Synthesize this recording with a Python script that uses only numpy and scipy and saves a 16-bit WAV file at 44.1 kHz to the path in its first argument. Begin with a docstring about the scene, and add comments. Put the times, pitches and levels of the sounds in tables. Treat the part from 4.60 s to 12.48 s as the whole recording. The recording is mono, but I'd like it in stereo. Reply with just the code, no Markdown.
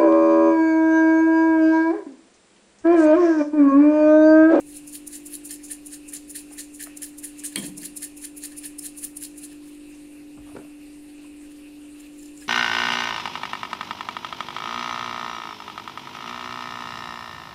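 """A plastic salt shaker is shaken about five times a second for five seconds, then stirs faintly: rushes of
random grain clicks ring its resonances, flung at the cap, then falling back longer and fuller. Lumps are short
noise bursts in the same resonances. Taps on a bowl ring decaying sines; dull counter knocks are bands of noise;
faint ticks ring singly. A refrigerator compressor hums in sines over rumble and patchy hiss, both coloured noise.
A diffuse noise tail gives the hard-walled kitchen."""
import sys
import numpy as np
from scipy import signal
from scipy.fft import rfft, irfft
from scipy.io import wavfile

SR = 44100
rng = np.random.default_rng(int(sys.argv[2]) if len(sys.argv) > 2 else 0)


def log_audio(samples):
    """Write samples as a 16-bit WAV file to the path given in sys.argv[1]."""
    # one column per channel
    frames = np.atleast_2d(samples).T
    # limit to full scale, then quantise
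    limited = np.clip(frames, -1, 1)
    pcm = np.round(limited * 32767).astype(np.int16)
    wavfile.write(sys.argv[1], SR, pcm)


N = 347508

# Resonances rung by single grains. Each row: centre in Hz, width in Hz, relative level in dB.
GRAIN_MODES = [(5240, 104, -7.5), (7145, 850, -3), (7500, 190, -5.5), (8790, 560, -1.5), (9760, 470, 4.5),
               (10480, 720, 0), (10900, 490, -12), (12500, 700, -34), (13640, 1500, -11), (15400, 850, -26)]
# Left-right likeness of diffuse sound. Each row: frequency in Hz, correlation (-1 to 1).
LIKENESS_BY_HZ = [(30, 0.75), (60, 0.69), (130, 0.82), (290, 0.67), (640, 0.23), (1410, -0.1),
                  (3100, 0.045), (6820, -0.14), (15000, 0.15)]


def amp(db):
    """Decibels to gain."""
    return 10 ** (np.asarray(db) / 20)


def rms_one(x):
    """Scale to unit power."""
    return x / np.sqrt(np.mean(x ** 2) + 1e-20)


def at_hz(points, hz):
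    """Read a table on a log-frequency axis."""
    table_hz, values = np.array(points)[:, 0], np.array(points)[:, 1]
    return np.interp(np.log(np.maximum(hz, 1)), np.log(table_hz), values)


def drift(rate):
    """Slow random wander of unit rms: noise through a double low-pass pole, faster for a higher rate."""
    hop, warm_up = 40, 2000
    steps = rng.standard_normal(N // hop + warm_up + 2)
    pole = np.exp(-2 * np.pi * rate * hop / SR)
    slow = signal.lfilter([1], [1, -2 * pole, pole * pole], steps)[warm_up:]
    return np.interp(np.arange(N) / hop, np.arange(len(slow)), rms_one(slow))


def ring(clicks, hz, t60_s):
    """Two-pole resonator: each unit click starts a decaying sine of height 1."""
    radius, angle = amp(-60 / (t60_s * SR)), 2 * np.pi * hz / SR
    feedback = [1, -2 * radius * np.cos(angle), radius * radius]
    return signal.lfilter([0, np.sin(angle)], feedback, clicks + 1e-18)


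def resonances(x, modes, shifting_db=0.):
    """Parallel resonances with alternating signs; their balance may shift from moment to moment."""
    out = 0
    for k, (hz, width_hz, level_db) in enumerate(modes):
        b, a = signal.iirpeak(hz, hz / width_hz, fs=SR)
        struck, shift_db = x, 0
        if shifting_db:
            struck = np.roll(x, 5003 * k, axis=-1)  # other grains for each mode
            shift_db = shifting_db * (drift(44.0) + 0.5 * drift(2.9))
        out = out + (-1) ** k * amp(level_db + shift_db) * signal.lfilter(b, a, struck)
    return out


def grains(alike):
    """Dense clicks of uneven size; each microphone hears shared grains and grains of its own side."""
    grains_per_s, size_spread_db = 7000, 2.5
    size_db = size_spread_db * np.minimum(rng.exponential(1, (3, N)), 5)
    sizes = amp(size_db) * rng.choice([-1, 1], (3, N))
    shared, *own = sizes * (rng.random((3, N)) < grains_per_s / SR)
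    return np.sqrt(alike) * shared + np.sqrt(1 - alike) * np.array(own)


def rushes():
    """Yield each rush: start s, length ms, first and last dB, rise and fade dB/ms, base, wall, loose dB."""
    # Salt flung against the cap. Each row: peak time in seconds, peak level in dB, spread in ms.
    flings = [(0.009, -46.5, 13), (0.282, -35, 7.6), (0.477, -30.5, 6.4), (0.67, -31.5, 9.3),
              (0.86, -31.5, 7.6), (1.048, -34.5, 12.4), (1.27, -35, 8.7), (1.492, -35, 10),
              (1.706, -33.5, 10.3), (1.935, -39, 16), (2.154, -38.5, 15), (2.374, -33, 6),
              (2.589, -31, 5.5), (2.795, -34, 10), (2.99, -29.5, 12), (3.181, -30, 6.3), (3.373, -24, 5.8),
              (3.578, -31.5, 5.8), (3.78, -30.5, 7.6), (3.983, -34, 8.9), (4.193, -26.5, 4),
              (4.386, -29.5, 9.7), (4.572, -32.5, 6.4), (4.785, -34.5, 9.3)]
    # Salt shifting between and after strokes. Each row: peak time in seconds, peak level in dB, spread in ms,
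    # share of base and wall in dB, share of loose salt in dB.
    stirs = [(0.1, -41, 18, -30, -16), (1.696, -43, 2.5, -27, -14), (2.93, -38.5, 8.8, -12, -8),
             (2.975, -40.5, 20, -3, -19), (3.924, -45.5, 14, -6, -10), (4.925, -47, 22, -8.5, -9),
             (5.078, -49, 21, -23, -15), (5.15, -55, 16, -30, -1), (5.3, -52, 15, -30, -15),
             (6.497, -51.5, 5.6, -11, -7.5), (6.917, -49, 8.6, -6.5, -6), (7.405, -48, 8, -10, -1),
             (7.44, -59, 35, -2, -2), (7.632, -53, 5.5, -14, 2), (7.63, -52, 47, -10, -1.5),
             (7.661, -46, 3, -20, 3), (7.683, -50.5, 3, -20, 2), (7.777, -43.5, 2, -22, 4),
             (7.826, -47, 19, -7, -3)]
    # Salt falling back. Each row: start in seconds, mid level in dB, length in ms, growth over the length in dB,
    # base share in dB.
    falls = [(0.143, -39.5, 31, 4, -28), (0.346, -32.5, 13, 4, -24), (0.534, -32.5, 29, 3.6, -23.5),
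             (0.73, -34.5, 22, 5.5, -20), (0.906, -33.5, 32, 3, -19.5), (1.11, -32.5, 13, 3, -14),
             (1.329, -33.5, 14.4, 3.5, -18.5), (1.534, -34.5, 24, 0.5, -16.5),
             (1.754, -28.5, 16.3, -0.5, -19.5), (1.984, -31.5, 19, 0.5, -16), (2.204, -31, 31.5, 1, -15.5),
             (2.421, -32.5, 28, -1.5, -17.5), (2.639, -27.5, 8, 0, -19.5), (2.84, -30.5, 27, -1, -19),
             (3.035, -31, 31.4, 3.5, -16.5), (3.237, -32, 19, 4.5, -14.5), (3.427, -30.5, 19.6, 2, -16),
             (3.64, -29, 7.4, 4, -17), (3.836, -31.5, 17, 3, -17.5), (4.041, -31.5, 18, 2.5, -16.5),
             (4.245, -31, 21, 4.5, -19.5), (4.433, -31.5, 17, 3, -20), (4.625, -32, 24, 3, -23),
             (4.833, -35.5, 13.5, 3.5, -23)]
    # level gained over one spread before the peak, lost over one spread after it
    fling_swell_db, stir_swell_db, thin_db = 9, 6, 7.5
    fling_hold = 0.49  # share of the spread
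    fling_base_db, fling_wall_db, fall_wall_db = -43, -32, -13
    for s, peak_db, spread_ms in flings:
        hold_ms = fling_hold * spread_ms
        rise, fade = fling_swell_db / spread_ms, thin_db / spread_ms
        yield (s - hold_ms / 1000, hold_ms, peak_db - 2.5, peak_db, rise, fade,
               fling_base_db, fling_wall_db, -np.inf)
    for s, peak_db, spread_ms, share_db, loose_db in stirs:
        rise, fade = stir_swell_db / spread_ms, thin_db / spread_ms
        yield s, 0, peak_db, peak_db, rise, fade, share_db, share_db, loose_db
    for s, level_db, length_ms, growth_db, base_db in falls:
        rise = 1.53 * np.exp(-0.31 * growth_db)  # a growing fall sets in slower
        fade = 0.43 * np.exp(0.12 * growth_db)  # and ends faster
        first_db, last_db = level_db - growth_db / 2, level_db + growth_db / 2
        yield s, length_ms, first_db, last_db, rise, fade, base_db, fall_wall_db, -np.inf


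def salt():
    """Each rush of grains swells, holds and thins out; the powers of overlapping rushes add."""
    # Shaker base under the mass of salt, applied twice. Each row: centre in Hz, width in Hz, relative dB per pass.
    base_modes = [(1758, 260, 5), (2120, 290, 6.5), (2670, 1760, 0.5)]
    # Shaker wall under the mass of salt. Each row: centre in Hz, width in Hz, relative level in dB.
    wall_modes = [(3040, 550, 0.5), (4080, 220, 5), (4390, 730, 6)]
    # Gently shifting loose salt, rings lower. Each row: centre in Hz, width in Hz, relative level in dB.
    loose_modes = [(1640, 63, -23), (5210, 130, -0.5), (7300, 290, 7)]
    cushion_db_per_ms = 0.4  # first salt sounds the base most, later salt falls on salt
    base_lead_ms, base_rise_db_per_ms = 8.6, 1.5  # the base is weaker before the bulk lands
    power = np.zeros((4, N))  # grains, base, wall, loose salt
    for s, length_ms, first_db, last_db, rise, fade, base_db, wall_db, loose_db in rushes():
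        near = slice(max(round((s - .2) * SR), 0), min(round((s + .3) * SR), N))
        since_ms = (np.arange(near.start, near.stop) / SR - s) * 1000
        level_db = np.interp(since_ms, [0, length_ms], [first_db, last_db])
        level_db += rise * np.minimum(since_ms, 0) - fade * np.maximum(since_ms - length_ms, 0)
        cushion_db = cushion_db_per_ms * (length_ms / 2 - np.clip(since_ms, 0, 60))
        cushion_db += base_rise_db_per_ms * np.minimum(since_ms + base_lead_ms, 0)
        levels_db = [level_db, level_db + base_db + cushion_db, level_db + wall_db, level_db + loose_db]
        power[:, near] += amp(2 * np.array(levels_db))
    rattle, base, wall, loose = np.sqrt(power)
    mass = grains(alike=0.26)
    clumps = amp(1.5 * drift(140))  # grains arrive in clumps
    out = rms_one(resonances(grains(alike=0.2), GRAIN_MODES, shifting_db=3.5)) * rattle * clumps
    out += amp(1.0) * rms_one(resonances(resonances(mass, base_modes), base_modes)) * base
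    out += rms_one(resonances(mass, loose_modes, shifting_db=5.5)) * loose * clumps
    out += amp(-1.6) * rms_one(resonances(mass, wall_modes, shifting_db=3.5)) * wall * clumps
    return out


def compressor():
    """Sines near multiples of the motor's turning rate, each wavering a little; the sixth stands out."""
    # Each row: frequency in Hz, rms level in dB, rms wavering in dB (sign immaterial).
    hum = [(49.6, -66.5, -0.5), (147.6, -70.5, 2.5), (247.4, -66, -1), (294.6, -43, 0.72),
           (345.3, -65.5, 5.5), (395, -64.5, 1), (541.5, -67, 0)]
    t = np.arange(N) / SR
    out = np.zeros((2, N))
    lead_rad = 0.025 * np.array([[-1], [1]])
    for hz, level_db, waver_db in hum:
        start_rad = rng.uniform(0, 2 * np.pi)
        level = np.sqrt(2) * amp(level_db + waver_db * drift(1.16))
        out += level * np.sin(2 * np.pi * hz * t + start_rad + lead_rad)
    return out


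def steady_noise(spectrum):
    """Coloured stereo noise of unit power, as alike in both channels as the likeness table says."""
    hz = np.fft.rfftfreq(N, 1 / SR)
    mid, side = rfft(rng.standard_normal((2, N)))
    alike = np.clip(at_hz(LIKENESS_BY_HZ, hz), -1, 1)
    pair = np.sqrt(1 + alike) * mid + np.sqrt(1 - alike) * side * [[1], [-1]]
    return rms_one(irfft(pair * amp(at_hz(spectrum, hz)), N))


def rumble():
    """Steady low noise under the hum."""
    # Each row: frequency in Hz, relative density in dB per Hz.
    rumble_spectrum = [(30, -75.5), (70, -85), (120, -91.5), (160, -83), (215, -85.5), (270, -78.5),
                       (370, -80), (440, -86.5), (515, -85), (620, -90), (750, -87), (900, -93),
                       (1200, -101), (1800, -120)]
    return amp(-54.5) * steady_noise(rumble_spectrum)


def patchy(x):
    """Third-octave bands that overlap to the whole, each swelling and sinking on its own."""
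    spectrum, out = rfft(x), 0
    hz = np.fft.rfftfreq(N, 1 / SR)
    place = np.clip(3 * np.log2(hz / 800 + 1e-9), 0, 12)
    for k in range(13):
        share = np.clip(1 - np.abs(place - k), 0, 1)
        out = out + amp(2.2 * drift(7.9)) * irfft(spectrum * share, N)
    return out


def hiss():
    """Refrigerator hiss: patchy noise whose whole level drifts too."""
    # Each row: frequency in Hz, relative density in dB per Hz.
    hiss_spectrum = [(590, -33), (1000, -7), (1640, -5), (1780, -3), (2120, -3.5), (2680, 4.5),
                     (3190, -7.5), (4230, -6), (5810, -11), (9070, -2.5), (10800, -7.5), (11900, -13.5),
                     (14000, -13.5), (15000, -28), (16500, -65)]
    return amp(-53 + 0.9 * drift(4.3)) * patchy(steady_noise(hiss_spectrum))


def lumps():
    """Each lump bursts into noise that rings the grain resonances, each with a balance of its own."""
    # Each row: start in seconds, relative level in dB.
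    lump_rows = [(0.165, -35), (0.1688, -30), (0.2792, -33), (0.3568, -40), (0.4761, -23.5), (0.9073, -21),
                 (1.131, -25), (1.2596, -32), (1.523, -32), (1.701, -31), (1.71, -33), (1.9918, -26),
                 (2.1588, -35), (2.2098, -25), (2.2439, -45), (2.3712, -29.5), (2.421, -30),
                 (2.4305, -21.5), (2.6531, -33), (3.1794, -27), (3.384, -36), (3.4218, -35), (3.447, -23),
                 (3.6283, -32), (3.6517, -23), (3.8367, -22), (3.8546, -24), (4.1911, -25), (4.248, -27),
                 (4.4278, -40), (4.5724, -34)]
    rise_s, t60_s, trim_db = .0008, .012, -4.5
    out, t = np.zeros((2, N)), np.arange(600) / SR
    noise = rng.standard_normal((len(lump_rows), 3, len(t)))
    shape = np.minimum(t / rise_s, 1) * amp(-60 * t / t60_s)
    for (s, level_db), (mid, *sides) in zip(lump_rows, noise):
        burst = resonances((mid + 2 * np.array(sides)) * shape, GRAIN_MODES)
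        burst /= np.sqrt(np.mean(burst[:, 20:80] ** 2))  # level set by the early part
        at = round(s * SR)
        out[:, at:at + len(t)] += amp(level_db + trim_db) * burst
    return out


def bowl():
    """Each tap strikes every mode with its own strength at each microphone, then chatters briefly."""
    # Each row: start in seconds, relative level in dB, left minus right in dB.
    taps = [(0.9068, -40, -5), (2.958, -31, 4), (2.9587, -13.5, 1)]
    # Modes. Each row: frequency in Hz, relative level in dB, t60 in seconds.
    bowl_modes = [(2080, -2.5, 0.014), (2080, -21, 0.078), (2255, -19, 0.09), (2460, -15.5, 0.092),
                  (2620, -4, 0.0085), (2850, -11.5, 0.037), (3225, -0.5, 0.021), (3110, -14, 0.04),
                  (3340, -16, 0.016), (3830, -4, 0.0087), (4350, 4, 0.0087), (4500, -23, 0.023),
                  (5840, -15, .003), (4830, -11, 0.0033), (7640, -2, 0.0055), (9100, 11, 0.0027),
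                  (11000, -2, 0.0057), (13400, -5, 0.004)]
    s, level_db, pan_db = np.transpose(taps)
    at = (s * SR).astype(int)
    tap_db = level_db + pan_db / 2 * [[1], [-1]]
    luck = rng.normal(0, 1, (len(s), len(bowl_modes), 2))
    out = np.zeros((2, N))
    for k, (hz, mode_db, t60_s) in enumerate(bowl_modes):
        clicks = np.zeros((2, N))
        clicks[:, at] = amp(tap_db + mode_db - 3.0 + 1.5 * luck[:, k].T) * (-1) ** k
        out += ring(clicks, hz, t60_s)
    after = np.arange(400)
    chatter = amp(-20.5 - 60 * after / SR / 0.014) * rng.standard_normal((2, len(after)))
    chatter[:, 0] = 1  # the tap itself
    crack = np.zeros((2, N))  # the bare contact, too brief to ring
    crack[:, at] = amp(tap_db - 13.0)
    return signal.fftconvolve(out + np.diff(crack, prepend=0), chatter, axes=1)[:, :N]


def counter():
    """A padded blow has no clear ring: a noise band swells and dies, partly alike at both microphones."""
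    # Knocks of hand and counter. Each row: start in seconds, level in dB, pitch in Hz, t60 in seconds.
    knocks = [(1.909, -52, 1010, 0.11), (2.264, -40, 1560, 0.013), (2.2695, -35.5, 1450, 0.015),
              (2.271, -39, 600, 0.022), (2.958, -35.5, 248, 0.24), (2.965, -43, 159, 0.23),
              (2.97, -30, 241, 0.24), (3.03, -34, 261, 0.18), (3.008, -37.5, 214, 0.41),
              (3.075, -40.5, 224, 0.35), (3.17, -44, 218, 0.61), (5.768, -35, 220, 0.04),
              (5.774, -48, 920, .05), (5.787, -48, 695, .04), (5.775, -45, 90, 0.16), (5.785, -46, 50, .25),
              (5.792, -49, 85, 0.066), (5.842, -46, 70, 0.11), (5.922, -46, 90, 0.17),
              (5.864, -52, 900, 0.083), (5.887, -49, 850, 0.1), (5.915, -50, 850, .07),
              (5.948, -35, 335, 0.13), (5.961, -29.5, 444, 0.049), (5.962, -34, 200, 0.093),
              (5.966, -28.5, 310, 0.067), (5.965, -37, 1110, 0.045), (5.966, -42.5, 1790, 0.028),
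              (5.985, -36, 400, 0.079), (6.012, -44, 453, 0.065), (6.045, -46, 520, 0.052),
              (7.244, -57, 900, .04)]
    under, over = 1.454, 1.424  # band edges, ratios to the pitch
    edge_db, edge_reach, edge_lasts = -9.5, 5.25, 0.58  # brighter part: level, top over pitch, share of t60
    swell_cycles, longest_swell_s = 1.37, 0.0097
    out, t = np.zeros((2, N)), np.arange(SR // 2) / SR
    noise = rng.standard_normal((len(knocks), 3, len(t)))
    noise = signal.lfilter([1], [1, -.98], noise)  # duller upwards
    for (s, level_db, hz, t60_s), (mid, *sides) in zip(knocks, noise):
        parts = [(level_db, hz / under, hz * over, t60_s),
                 (level_db + edge_db, hz * over, hz * edge_reach, t60_s * edge_lasts)]
        swell_s = min(swell_cycles / hz, longest_swell_s)
        for part_db, low_hz, high_hz, part_t60_s in parts:
            band = signal.butter(4, [low_hz, high_hz], "band", fs=SR, output="sos")
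            shape = np.clip(t / swell_s, 0, 1) * amp(-60 * t / part_t60_s)
            body = signal.sosfilt(band, mid + .25 * np.array(sides)) * shape
            # the blow sets the energy, whatever the noise does
            body *= amp(part_db) * np.sqrt(np.sum(shape ** 2) / np.sum(np.mean(body, axis=0) ** 2))
            at = round(s * SR)
            out[:, at:at + len(t)] += body[:, :N - at]
    return out


def ticks():
    """Faint ticks of the shaker in the hand: single rings, weaker and of random sign on the right."""
    # Each row: start in seconds, left peak before decay in dB, pitch in Hz, t60 in seconds.
    tick_rows = [(3.4218, -31, 6850, .03), (6.595, -44, 2670, .03), (6.645, -44.5, 1020, .04),
                 (7.465, -43, 2530, .03), (7.628, -50, 5160, .05), (7.682, -50, 7250, .025),
                 (7.776, -36, 7000, .018), (7.655, -50, 5100, .04), (7.806, -49, 5600, .05),
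                 (7.812, -44, 5120, .07), (7.822, -49, 2530, .04), (7.83, -49, 7000, .03),
                 (7.815, -54, 7800, .05), (7.821, -40.5, 1670, 0.081)]
    out = np.zeros((2, N))
    for (s, peak_db, hz, t60_s), sign in zip(tick_rows, rng.choice([-1, 1], len(tick_rows))):
        click = np.zeros((2, N))
        click[:, round(s * SR)] = amp(peak_db) * np.array([1, .4 * sign])
        out += ring(click, hz, t60_s)
    return out


def kitchen(x):
    """Diffuse tail: noise bands with their own decay times, the bass shared between channels."""
    # Each row: frequency in Hz, t60 in seconds.
    room_t60 = [(600, 0.24), (3000, 0.31), (10000, 0.19)]
    t, edges_hz = np.arange(SR // 2) / SR, 60 * 2. ** np.arange(9)
    tail = 0
    for low_hz, high_hz in zip(edges_hz, edges_hz[1:]):
        sos = signal.butter(2, [low_hz, high_hz], "band", fs=SR, output="sos")
        band = signal.sosfilt(sos, rng.standard_normal((2, len(t))))
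        tail = tail + band * amp(-60 * t / at_hz(room_t60, np.sqrt(low_hz * high_hz)))
    alike = np.clip(at_hz(LIKENESS_BY_HZ, np.fft.rfftfreq(len(t), 1 / SR)), 0, 1)
    left, right = rfft(tail)
    tail = irfft([left, alike * left + np.sqrt(1 - alike ** 2) * right], len(t))
    tail *= np.clip(t / 0.011, 0, 1)  # builds up over 11 ms
    return signal.fftconvolve(x, tail / np.sqrt(np.sum(tail ** 2) / 2), axes=1)[:, :N]


def scene():
    """Near sounds with their room tails over the steady kitchen."""
    shaker = salt() + lumps() + ticks()
    taps, knocks = bowl(), counter()
    wet = kitchen(amp(-12.5) * shaker + amp(-10.5) * taps + amp(-7.5) * knocks)
    near = shaker + taps
    near[0] = np.roll(near[0], 20)  # samples by which near sounds reach the left microphone late
    return near + knocks + wet + rumble() + hiss() + compressor()


def record(dry):
    """Two microphones differ in colour, a sound port may lift a treble peak; the top is cut."""
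    # Each row: frequency in Hz, left minus right in dB.
    balance = [(60, -0.5), (130, -1), (290, -0.5), (640, 0), (1410, 1.5), (3100, 0.5), (6820, 0),
               (15000, 4.5)]
    # Sound ports, left then right. Each row: peak in Hz, width in Hz, lift in dB.
    ports = [(11240, 520, 0), (9040, 330, 4.5)]
    hz = np.fft.rfftfreq(N, 1 / SR)
    tilt_db = at_hz(balance, hz) / 2 * [[1], [-1]]
    port_db = [lift_db / (1 + (2 * (hz - peak_hz) / width_hz) ** 2) for peak_hz, width_hz, lift_db in ports]
    coloured = irfft(rfft(dry) * amp(tilt_db + port_db), N)
    top_cut = signal.ellip(10, .5, 60, 15750, fs=SR, output="sos")  # low-pass, edge in Hz
    return signal.sosfilt(top_cut, coloured)


dry = scene()
out = record(dry)
log_audio(out)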